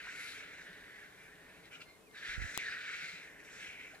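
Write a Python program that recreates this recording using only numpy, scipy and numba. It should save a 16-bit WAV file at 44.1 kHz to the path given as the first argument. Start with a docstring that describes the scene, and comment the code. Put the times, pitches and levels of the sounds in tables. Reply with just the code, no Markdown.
"""Hissing vultures on open sandy ground

Vultures hiss and rasp a stone's throw away, heard by the two small ports of a hand-held camera.
Breath noise rings two throat resonances and one of the beak; thin whistles and a short squawk sound among
the hisses. Wind buffets the left port, then the right; the camera body clicks once by the left port.
A fly buzzes faintly, soft low thumps and ticks are heard, and a short rising croak comes near the end.
A low drone and soft hiss lie under it all."""
import sys
import numpy as np
from scipy import signal
from scipy.fft import rfft, irfft
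from scipy.io import wavfile
from scipy.ndimage import uniform_filter1d
from numba import njit

SR = 44100
rng = np.random.default_rng(int(sys.argv[2]) if len(sys.argv) > 2 else 0)


def to_wav(s):
    """Save 16-bit WAV."""
    ch = np.atleast_2d(s).T  # columns
    pcm = np.round(np.clip(ch, -1, 1) * 32767)  # PCM
    wavfile.write(sys.argv[1], SR, pcm.astype(np.int16))


N = 176400  # samples, 4 s


def undb(db):
    """Decibel law: the amplitude gain of a level in dB."""
    return 10 ** (np.asarray(db) / 20)


def level(x, db):
    """Mean power: scale x to an rms level in dB."""
    return x * undb(db) / np.sqrt(np.mean(x ** 2))


def over_hz(table):
    """Logarithmic frequency scale: spread a (frequency [Hz], value) table over the FFT bins."""
    hz, value = np.array(table, float).T
    bins_hz = np.arange(N // 2 + 1) * SR / N
    return np.interp(np.log(bins_hz + 1), np.log(hz), value)


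def coloured(table, x):
    """Spectral shaping: weight x by a table of levels, with nothing beyond its end frequencies."""
    hz = np.arange(N // 2 + 1) * SR / N
    inside = (hz > table[0][0]) * (hz < table[-1][0])
    return irfft(rfft(x) * undb(over_hz(table)) * inside, N)


@njit
def svf(x, hz, width):
    """Driven resonance: a state-variable band-pass whose centre may move, with unit gain at its peak."""
    y, band, low = np.empty(len(x)), 0., 0.
    for i in range(len(x)):
        g, damping = np.tan(np.pi * hz[i] / SR), width / hz[i]
        v = (band + g * (x[i] - low)) / (1 + g * (g + damping))
        band, low = 2 * v - band, low + 2 * g * v
        y[i] = damping * v
    return y


def ring(x, hz, width):
    """Cascaded resonance: two band-passes in series, the second 2.03 times as wide, set to rms 1."""
    return level(svf(svf(x, hz, 1. * width), hz, 2.03 * width), 0)


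def walk(rate_hz):
    """Random modulation: levels drawn at about rate_hz and smoothed twice, with spread 1."""
    k = int(SR / rate_hz)
    held = np.repeat(rng.standard_normal(N // k + 1), k)
    w = uniform_filter1d(uniform_filter1d(held, k), k)[:N]
    return w / w.std()


def fade(t, s, length, edge):
    """Trapezoidal envelope: ramp in, hold, ramp out."""
    return np.clip(np.minimum(t - s, s + length - t) / edge, 0, 1)


def panned(x, pan_db):
    """Level difference between ports: weaken the far side; positive pan_db favours the left."""
    return x * undb([[min(pan_db, 0)], [min(-pan_db, 0)]])


# spectrum of the low drone: (frequency [Hz], relative level [dB])
DRONE_SPECTRUM = [(15, -23), (25, -10.5), (49, -5.5), (98, -7.5), (182, -3), (224, -8.5), (285, -1),
                  (375, -7.5), (426, 1.5), (484, -6.5), (646, -6), (689, -10), (783, -9), (876, -12),
                  (1150, -13.5), (1500, -38), (2530, -120)]
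# slow rise and fall of the drone: (time [s], gain [dB])
DRONE_SWELL = [(0, -1), (.5, 1), (1.0, -1.1), (1.5, -1), (2.0, -0.8), (2.5, 2), (3.0, -0.2), (3.5, 1.5),
               (4, 0)]
DRONE_DB, DRONE_PAN_DB = -63, 2.5  # rms before swell and pan; left minus right
DRONE_ALIKE = 0.69  # share of power common to both ports


def drone(t):
    """Partial coherence: shaped noise common to both ports mixed with noise independent at each."""
    common, left, right = (coloured(DRONE_SPECTRUM, undb(0.82 * walk(4.37)) * rng.standard_normal(N))
                           for _ in range(3))
    both = np.sqrt(DRONE_ALIKE) * common + np.sqrt(1 - DRONE_ALIKE) * np.array([left, right])
    swell = undb(np.interp(t, *np.array(DRONE_SWELL).T))
    return level(both, DRONE_DB) * swell * undb([[DRONE_PAN_DB / 2], [-DRONE_PAN_DB / 2]])


# spectrum of the microphone hiss: (frequency [Hz], relative level [dB])
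MICROPHONE_SPECTRUM = [(530, -38), (900, -12), (968, -3.5), (1840, -9.5), (2620, -25), (2720, -10.5),
                       (4320, -16), (8750, -14), (13900, -18), (16500, -38)]


def microphone_hiss():
    """Incoherent self-noise: shaped noise drawn separately for each port."""
    return level(coloured(MICROPHONE_SPECTRUM, rng.standard_normal((2, N))), -68)


FLY_START_S, FLY_END_S, FLY_HZ, FLY_DB = 0.98, 1.87, 182, -73  # mean pitch, peak level before flutter


def fly(t):
    """Frequency and amplitude modulation: a faint sine wanders in pitch and level, nearer the right port."""
    env = fade(t, FLY_START_S, FLY_END_S - FLY_START_S, 0.088) * undb(4 * walk(12))
    phase = 2 * np.pi * np.cumsum(FLY_HZ * (1 + 0.06 * walk(9))) / SR
    return panned(undb(FLY_DB) * env * np.sin(phase), -1)


# wind puffs on a port: (time [s], push before filtering [dB], length [s], left minus right [dB])
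PUFFS = [(2.29, -47.5, 0.021, 16), (2.319, -57, .02, 14), (2.338, -51, .02, 14), (2.368, -47, 0.02, 10),
         (2.38, -29, 0.016, -43), (2.403, -34.5, 0.015, -40), (2.421, -31, 0.014, -36),
         (2.443, -34.5, 0.0063, -40), (2.452, -36, 0.012, -40), (2.461, -50, 0.024, -40)]
PUFF_RISE_S, PUFF_SAG, PUFF_LEAK_DB = 0.0011, 0.34, -26


def wind(t):
    """Pressure pulse: a puff pushes the membrane fast and it swings back; the other port feels it reversed."""
    out = 0
    for s, db, length, pan_db in PUFFS:
        u = np.clip((t - s) / length, 0, 1)
        rise = np.exp(-((t - s) / PUFF_RISE_S) ** 2)
        swing = np.cos(3 * np.pi / 2 * u ** 0.83) * (1 - PUFF_SAG * u)
        out = out + panned(undb(db) * np.where(t < s, rise, swing), pan_db)
    out = signal.sosfilt(signal.butter(1, [12, 400], "band", fs=SR, output="sos"), out)
    return out - undb(PUFF_LEAK_DB) * out[::-1]


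# soft low thumps, then a short rising croak in the last two rows:
# (time [s], envelope peak [dB], frequency [Hz], frequency rise [Hz/s], left minus right [dB])
THUMPS_AND_CROAK = [(.06, -61, 50, 0, -16), (.705, -56, 180, 0, -2), (3.041, -57, 160, 0, 2),
                    (3.142, -58, 175, 0, -1), (3.939, -55, 646, 0, 2), (3.944, -56, 770, 4000, 2)]
BURST_CYCLES = 4.5


def thumps_and_croak(t):
    """Tone burst: a few cycles of a sine, steady or rising, under a Gaussian bump."""
    out = 0
    for s, db, hz, rise, pan_db in THUMPS_AND_CROAK:
        spread_s = min(BURST_CYCLES / hz / 2 + 0.0038, .03)
        bump = np.exp(-((t - s) / spread_s) ** 2)
        phase = 2 * np.pi * (hz + rise * (t - s) / 2) * (t - s)
        out = out + panned(undb(db) * bump * np.sin(phase), pan_db)
    return out


# modes of the tapped camera body: (frequency [Hz], relative level [dB], 60 dB decay time [s])
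CLICK_MODES = [(400, -26.5, 0.043), (1200, -3, 0.0045), (3800, -2, 0.0025), (5700, 2, 0.0014),
               (7600, 3.5, 0.0013), (9840, -1, 0.0022), (12100, 0, .0016), (15100, -2, .0014)]
CLICK_S, CLICK_RISE_S, CLICK_DB = 2.57633, .00003, -10  # peak level at the left port


def click(t):
    """Modal decay: a sharp tap rings the camera body; the right port hears it thin and late."""
    u = np.maximum(t - CLICK_S, 0)
    x = sum(undb(db) * np.exp(-np.log(1000) * u / t60) * np.sin(2 * np.pi * hz * u)
            for hz, db, t60 in CLICK_MODES)
    x = x * (1 - np.exp(-u / CLICK_RISE_S))
    near = x * undb(CLICK_DB) / np.abs(x).max()
    far = svf(np.roll(near, shift=6), 8500 + 0 * t, 5500.0)  # 6 samples late
    return np.array([near, undb(-10) * far])


# ticks of beaks and grit: (time [s], envelope peak before filter and gain [dB])
TICKS = [(0.4758, -60), (0.581, -61), (0.7297, -57), (0.8405, -59), (1.3543, -61), (1.6546, -61),
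         (2.1114, -62), (3.448, -57), (3.9482, -56)]
TICK_HZ, TICK_WIDTH_HZ, TICK_DECAY_S = 3830, 750, 0.0034


def ticks(t):
    """Impulsive excitation: short decaying noise bursts ring one resonance."""
    env = sum(undb(db) * (t > s) * np.exp(-np.abs(t - s) / TICK_DECAY_S) for s, db in TICKS)
    return 5.6 * svf(env * rng.standard_normal(N), TICK_HZ + 0 * t, 1. * TICK_WIDTH_HZ)


# thin whistles and a short squawk (at 1.80 s) among the hisses: (start [s], length [s],
# start frequency [Hz], end frequency [Hz], rms level before flutter [dB], octave relative to fundamental [dB])
WHISTLES_AND_SQUAWK = [(1.172, .105, 2390, 2290, -66, -26), (1.738, 0.033, 1420, 1380, -64, -14),
                       (1.801, 0.027, 1370, 1354, -57, 0), (1.852, .072, 2095, 2135, -68.5, -4),
                       (1.917, .066, 2135, 2120, -69, -8), (1.975, .058, 2490, 2600, -80, -24),
                       (2.026, 0.044, 2610, 2540, -75, -20), (2.062, 0.03, 2520, 2300, -67.5, -17),
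                       (2.086, 0.055, 2130, 2120, -67, -20)]
WHISTLE_EDGE_S, WHISTLE_WAVER, WHISTLE_FLUTTER_DB = .008, .005, 2.2  # waver: fraction of pitch


def whistles_and_squawk(t):
    """Harmonic tone: a gliding, wavering sine with its octave, as strong as the fundamental in the squawk."""
    out = 0
    waver = 1 + WHISTLE_WAVER * walk(90)
    flutter = undb(WHISTLE_FLUTTER_DB * walk(70))
    for s, length, hz0, hz1, db, octave_db in WHISTLES_AND_SQUAWK:
        env = fade(t, s, length, WHISTLE_EDGE_S)
        phase = 2 * np.pi * np.cumsum(np.interp(t, [s, s + length], [hz0, hz1]) * waver) / SR
        tone = np.sin(phase) + undb(octave_db) * np.sin(2 * phase)
        out = out + undb(db) * env * flutter * tone
    return out * np.sqrt(2)  # rms to peak of a sine


# short rough rasps: (start [s], length [s], level before envelope [dB], centre [Hz], width [Hz])
RASPS = [(0.048, 0.079, -62, 1000, 604), (1.803, 0.034, -55, 2800, 3460), (1.884, 0.016, -64, 2300, 2000)]
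RASP_RATE_HZ, RASP_DEPTH_DB, RASP_ATTACK_S = 300, 6, .003


def rasps(t):
    """Amplitude roughness: resonant noise with fast random level changes starts sharply, then sags."""
    rough = undb(RASP_DEPTH_DB * walk(RASP_RATE_HZ)) * rng.standard_normal(N)
    out = 0
    for s, length, db, hz, width in RASPS:
        attack = np.clip((t - s) / RASP_ATTACK_S, 0, 1)
        sag = np.clip((s + length - t) / length * 2.3, 0, 1)
        out = out + undb(db) * attack * sag * ring(rough, hz + 0 * t, width)
    return out


# half-whistled strands of breath:
# (start [s], length [s], start frequency [Hz], end frequency [Hz], level [dB])
STRANDS = [(0.026, 0.26, 1470, 1450, -55), (0.08, 0.2, 2180, 2110, -53.5), (1.8, 0.043, 2670, 3200, -59),
           (1.711, 0.064, 3000, 2850, -61), (1.704, 0.06, 2420, 2400, -58), (1.76, .08, 2230, 2300, -63),
           (2.13, 0.08, 4050, 3430, -63), (2.577, 0.136, 2370, 1566, -45), (2.671, 0.296, 1540, 1458, -50),
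           (2.71, 0.1, 1980, 1830, -49.5), (2.6, 0.063, 1720, 1630, -46), (2.81, .035, 2230, 2330, -50),
           (2.99, 0.079, 1450, 1570, -53), (2.682, 0.052, 4820, 5070, -56), (3.55, 0.36, 2080, 2300, -62)]
STRAND_WIDTH_HZ, STRAND_EDGE_S = 128, 0.018


def strands(t):
    """Narrow-band noise: breath noise through one narrow gliding resonance."""
    breath = rng.standard_normal(N)
    out = 0
    for s, length, hz0, hz1, db in STRANDS:
        glide_hz = np.interp(t, [s, s + length], [hz0, hz1])
        env = fade(t, s, length, STRAND_EDGE_S)
        out = out + undb(db) * env * ring(breath, glide_hz, STRAND_WIDTH_HZ)
    return out


# one path of levels and resonances per hiss: (time [s], low throat level [dB], low throat [Hz],
# high throat level [dB], high throat [Hz], beak level [dB], beak [Hz], treble level [dB], top air level [dB])
HISSES = [
    [(0.0, -49, 1550, -54, 2340, -60, 3730, -69, -80), (0.036, -59, 1540, -54, 2200, -58.5, 3870, -66, -75),
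     (0.086, -47, 1470, -48.5, 2020, -61, 3930, -62.5, -84),
     (0.122, -57, 1480, -50, 2160, -62, 4100, -59, -72),
     (0.204, -55, 1700, -47, 2110, -56.5, 3980, -58, -61),
     (0.324, -53, 1550, -52, 2270, -56.5, 3920, -64.5, -69),
     (0.392, -52.5, 1640, -50.5, 2220, -60, 3600, -61, -78),
     (0.458, -54.5, 1610, -55, 2170, -64.5, 3570, -75, -88),
     (0.564, -56, 1660, -55.5, 2130, -67.5, 3850, -69, -88),
     (0.62, -53, 1670, -57, 2040, -62, 3600, -67, -84)],
    [(0.62, -58, 1680, -61, 2110, -65, 3660, -68, -80),
     (0.682, -54.5, 1700, -58.5, 1960, -63, 3660, -76.5, -82),
     (1.046, -57, 1750, -57.5, 1920, -73, 3540, -74, -86),
     (1.086, -59.5, 1690, -66.5, 1950, -74, 3730, -80, -88),
     (1.236, -60, 1640, -62.5, 2200, -72.5, 3620, -72, -77),
     (1.368, -61, 1760, -66, 1940, -75.5, 3800, -84, -99),
     (1.584, -60, 1680, -64, 2370, -70.5, 3690, -78, -80),
     (1.624, -61, 1690, -69, 2080, -74, 3860, -84, -91),
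     (1.638, -64, 1690, -57.5, 2130, -67.5, 3860, -73, -87),
     (1.69, -60, 1650, -64, 2070, -73, 3770, -82, -89)],
    [(1.69, -72, 1610, -78, 2310, -80, 3640, -87, -91), (1.702, -65, 1610, -72, 2360, -87, 3550, -89, -91),
     (1.726, -59, 1590, -52, 2430, -80, 3490, -67, -84), (1.756, -60, 1470, -58, 2420, -60, 3500, -68, -89),
     (1.788, -62, 1460, -66, 2270, -88, 3720, -78, -88), (1.818, -62, 1400, -53, 2540, -56, 3890, -76, -87),
     (1.858, -69, 1490, -82, 2420, -84, 4000, -88, -93), (1.886, -63, 1460, -63, 2100, -72, 4220, -88, -89),
     (1.904, -82, 1540, -67, 2120, -72, 4060, -84, -86), (2.0, -75, 1490, -74, 2200, -80, 3800, -89, -93)],
    [(2.1, -96, 1610, -86, 2100, -84, 3920, -88, -94), (2.156, -50, 1610, -52.5, 2020, -70, 3960, -67, -84),
     (2.174, -51, 1640, -60, 1950, -55.5, 3720, -64, -85),
     (2.226, -47, 1680, -46, 1990, -58, 3670, -64, -75),
     (2.288, -44, 1700, -48, 2070, -49, 3500, -57.5, -73),
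     (2.352, -44, 1730, -45.5, 2150, -54, 3730, -61, -79),
     (2.386, -50.5, 1650, -56, 2030, -77, 3650, -64, -85),
     (2.416, -43, 1750, -48.5, 2010, -60, 3950, -59, -75),
     (2.526, -48, 1650, -50.5, 1940, -59, 3680, -58.5, -72),
     (2.56, -50, 1590, -51, 2210, -51, 3870, -57, -71)],
    [(2.59, -49, 1550, -42, 2270, -48.5, 3600, -62, -84),
     (2.628, -52, 1670, -44.5, 2100, -58, 3930, -58, -77),
     (2.664, -45, 1700, -50, 2120, -50, 3840, -64, -77),
     (2.756, -48, 1550, -48, 2210, -62.5, 3920, -64.5, -81),
     (2.808, -47, 1650, -51.5, 2330, -57, 3700, -67, -85),
     (2.888, -46, 1690, -47.5, 2220, -59.5, 3740, -62, -81),
     (3.08, -51, 1550, -46, 2170, -55, 4060, -61, -75),
     (3.162, -55.5, 1530, -49.5, 2280, -58, 3960, -67.5, -85),
     (3.322, -59, 1830, -61.5, 2030, -79, 3630, -73.5, -89),
     (3.35, -63, 1720, -59, 2150, -87, 3760, -88, -91)],
    [(3.35, -60, 1710, -64, 2050, -86, 3860, -86, -87),
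     (3.406, -60, 1720, -59.5, 2100, -75, 4080, -68, -86),
     (3.432, -57, 1700, -63, 2210, -88, 3770, -82, -75),
     (3.442, -61, 1600, -62, 2200, -79, 3770, -64.5, -75),
     (3.49, -60, 1570, -52, 2180, -79, 3580, -66.5, -91),
     (3.518, -53, 1650, -57.5, 2170, -67, 3620, -59.5, -79),
     (3.652, -52, 1650, -49.5, 2320, -60.5, 3400, -60.5, -77),
     (3.756, -59, 1650, -53, 2280, -80, 3400, -70.5, -88),
     (3.942, -60.5, 1570, -56, 2240, -81, 3780, -69, -79), (4.0, -64, 1570, -69, 2190, -68, 3800, -78, -89)],
]
# spectrum of the treble breath: (frequency [Hz], relative level [dB])
TREBLE_SPECTRUM = [(2600, -52), (3800, -9), (4700, -11), (5500, -3.5), (6200, -4), (7200, -4.5), (8100, -4),
                   (8800, -33), (10000, -26), (12000, -53)]
LOW_WIDTH_HZ, HIGH_WIDTH_HZ, BEAK_WIDTH_HZ = 550, 605, 1010
THROAT_EDGE_HZ, AIR_HZ, AIR_WIDTH_HZ = 1328, 10400, 2200
FLUTTER_HZ, FLUTTER_DB, WOBBLE_HZ, WOBBLE_DB = 151.2, 1, 15, 0.96


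def hisses(t):
    """Source and filter: fluttering breath noise excites moving throat and beak resonances, treble and air."""
    rows = np.vstack([np.array(h, float) for h in HISSES])
    paths = (np.interp(t, rows[:, 0], column) for column in rows.T[1:])
    low_db, low_hz, high_db, high_hz, beak_db, beak_hz, treble_db, air_db = paths
    flutter = undb(FLUTTER_DB * walk(FLUTTER_HZ))  # shared by every band

    def breath():
        """Turbulence: noise with the shared flutter and a wobble of its own."""
        return flutter * undb(WOBBLE_DB * walk(WOBBLE_HZ)) * rng.standard_normal(N)

    low = undb(low_db) * ring(breath(), low_hz, LOW_WIDTH_HZ)
    high = undb(high_db) * ring(breath(), high_hz, HIGH_WIDTH_HZ)
    throat_edge = signal.butter(10, THROAT_EDGE_HZ, "high", fs=SR, output="sos")
    throat = signal.sosfilt(throat_edge, low + high)
    beak = undb(beak_db) * ring(breath(), beak_hz, BEAK_WIDTH_HZ)
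    treble = undb(treble_db) * level(coloured(TREBLE_SPECTRUM, breath()), 0)
    air = undb(air_db) * ring(breath(), AIR_HZ + 0 * t, AIR_WIDTH_HZ)
    return throat + beak + treble + air


# level difference of the ports: (frequency [Hz], left minus right [dB])
PORT_BALANCE = [(60, 3.0), (110, 2.5), (200, 2.5), (380, 4.0), (700, -8), (1290, -3.5), (2380, 1),
                (4400, 5), (8120, 3), (15000, 23.5)]
# phase lag of the right port: (frequency [Hz], lag [rad])
PORT_LAG = [(200, .2), (1000, 0.69), (2000, 1.05), (2700, 1.3), (3600, 1.89), (5000, 1.12), (8500, 2.78),
            (16000, 2.8)]
# ground scatter: (frequency [Hz], scatter over direct sound [dB])
SCATTER = [(1000, -11), (2000, -9), (3500, -5), (8000, -1), (10000, 6)]
SCATTER_T60_S, SCATTER_DRIFT_HZ = .2, 1.5


def ports(x, t):
    """Interaural-type cues: direct sound meets the ports with lag and tilt, ground scatter differs and drifts."""
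    tails = rng.standard_normal((2, 2, N)) * np.exp(-np.log(1000) * t / SCATTER_T60_S)
    tails = tails / np.sqrt(np.sum(tails ** 2, axis=2, keepdims=True))
    # half the difference goes to each port, in opposite senses
    half = undb(over_hz(PORT_BALANCE) / 2) * np.exp(.5j * over_hz(PORT_LAG))
    wet = undb(over_hz(SCATTER))
    # the scatter turns steadily between two pairs of tails
    turn = 2 * np.pi * SCATTER_DRIFT_HZ * t
    scatter = rfft(x * np.cos(turn)) * rfft(tails[0]) + rfft(x * np.sin(turn)) * rfft(tails[1])
    mixed = (rfft(x) + wet * scatter) / np.sqrt(1 + wet ** 2)
    return irfft(mixed * np.array([half, 1 / half]), N)


def scene():
    """Superposition: sounds added straight to each port join the birds heard through the ports."""
    t = np.arange(N) / SR
    background = drone(t) + microphone_hiss() + fly(t)
    added_at_ports = wind(t) + thumps_and_croak(t) + click(t)
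    birds = ticks(t) + whistles_and_squawk(t) + rasps(t) + strands(t) + hisses(t)
    return background + added_at_ports + ports(birds, t)


def record(dry):
    """Band limiting: a steep elliptic low-pass cuts the top above 16.6 kHz."""
    return signal.sosfilt(signal.ellip(10, .2, 80, 16600, fs=SR, output="sos"), dry)


dry = scene()
out = record(dry)
to_wav(out)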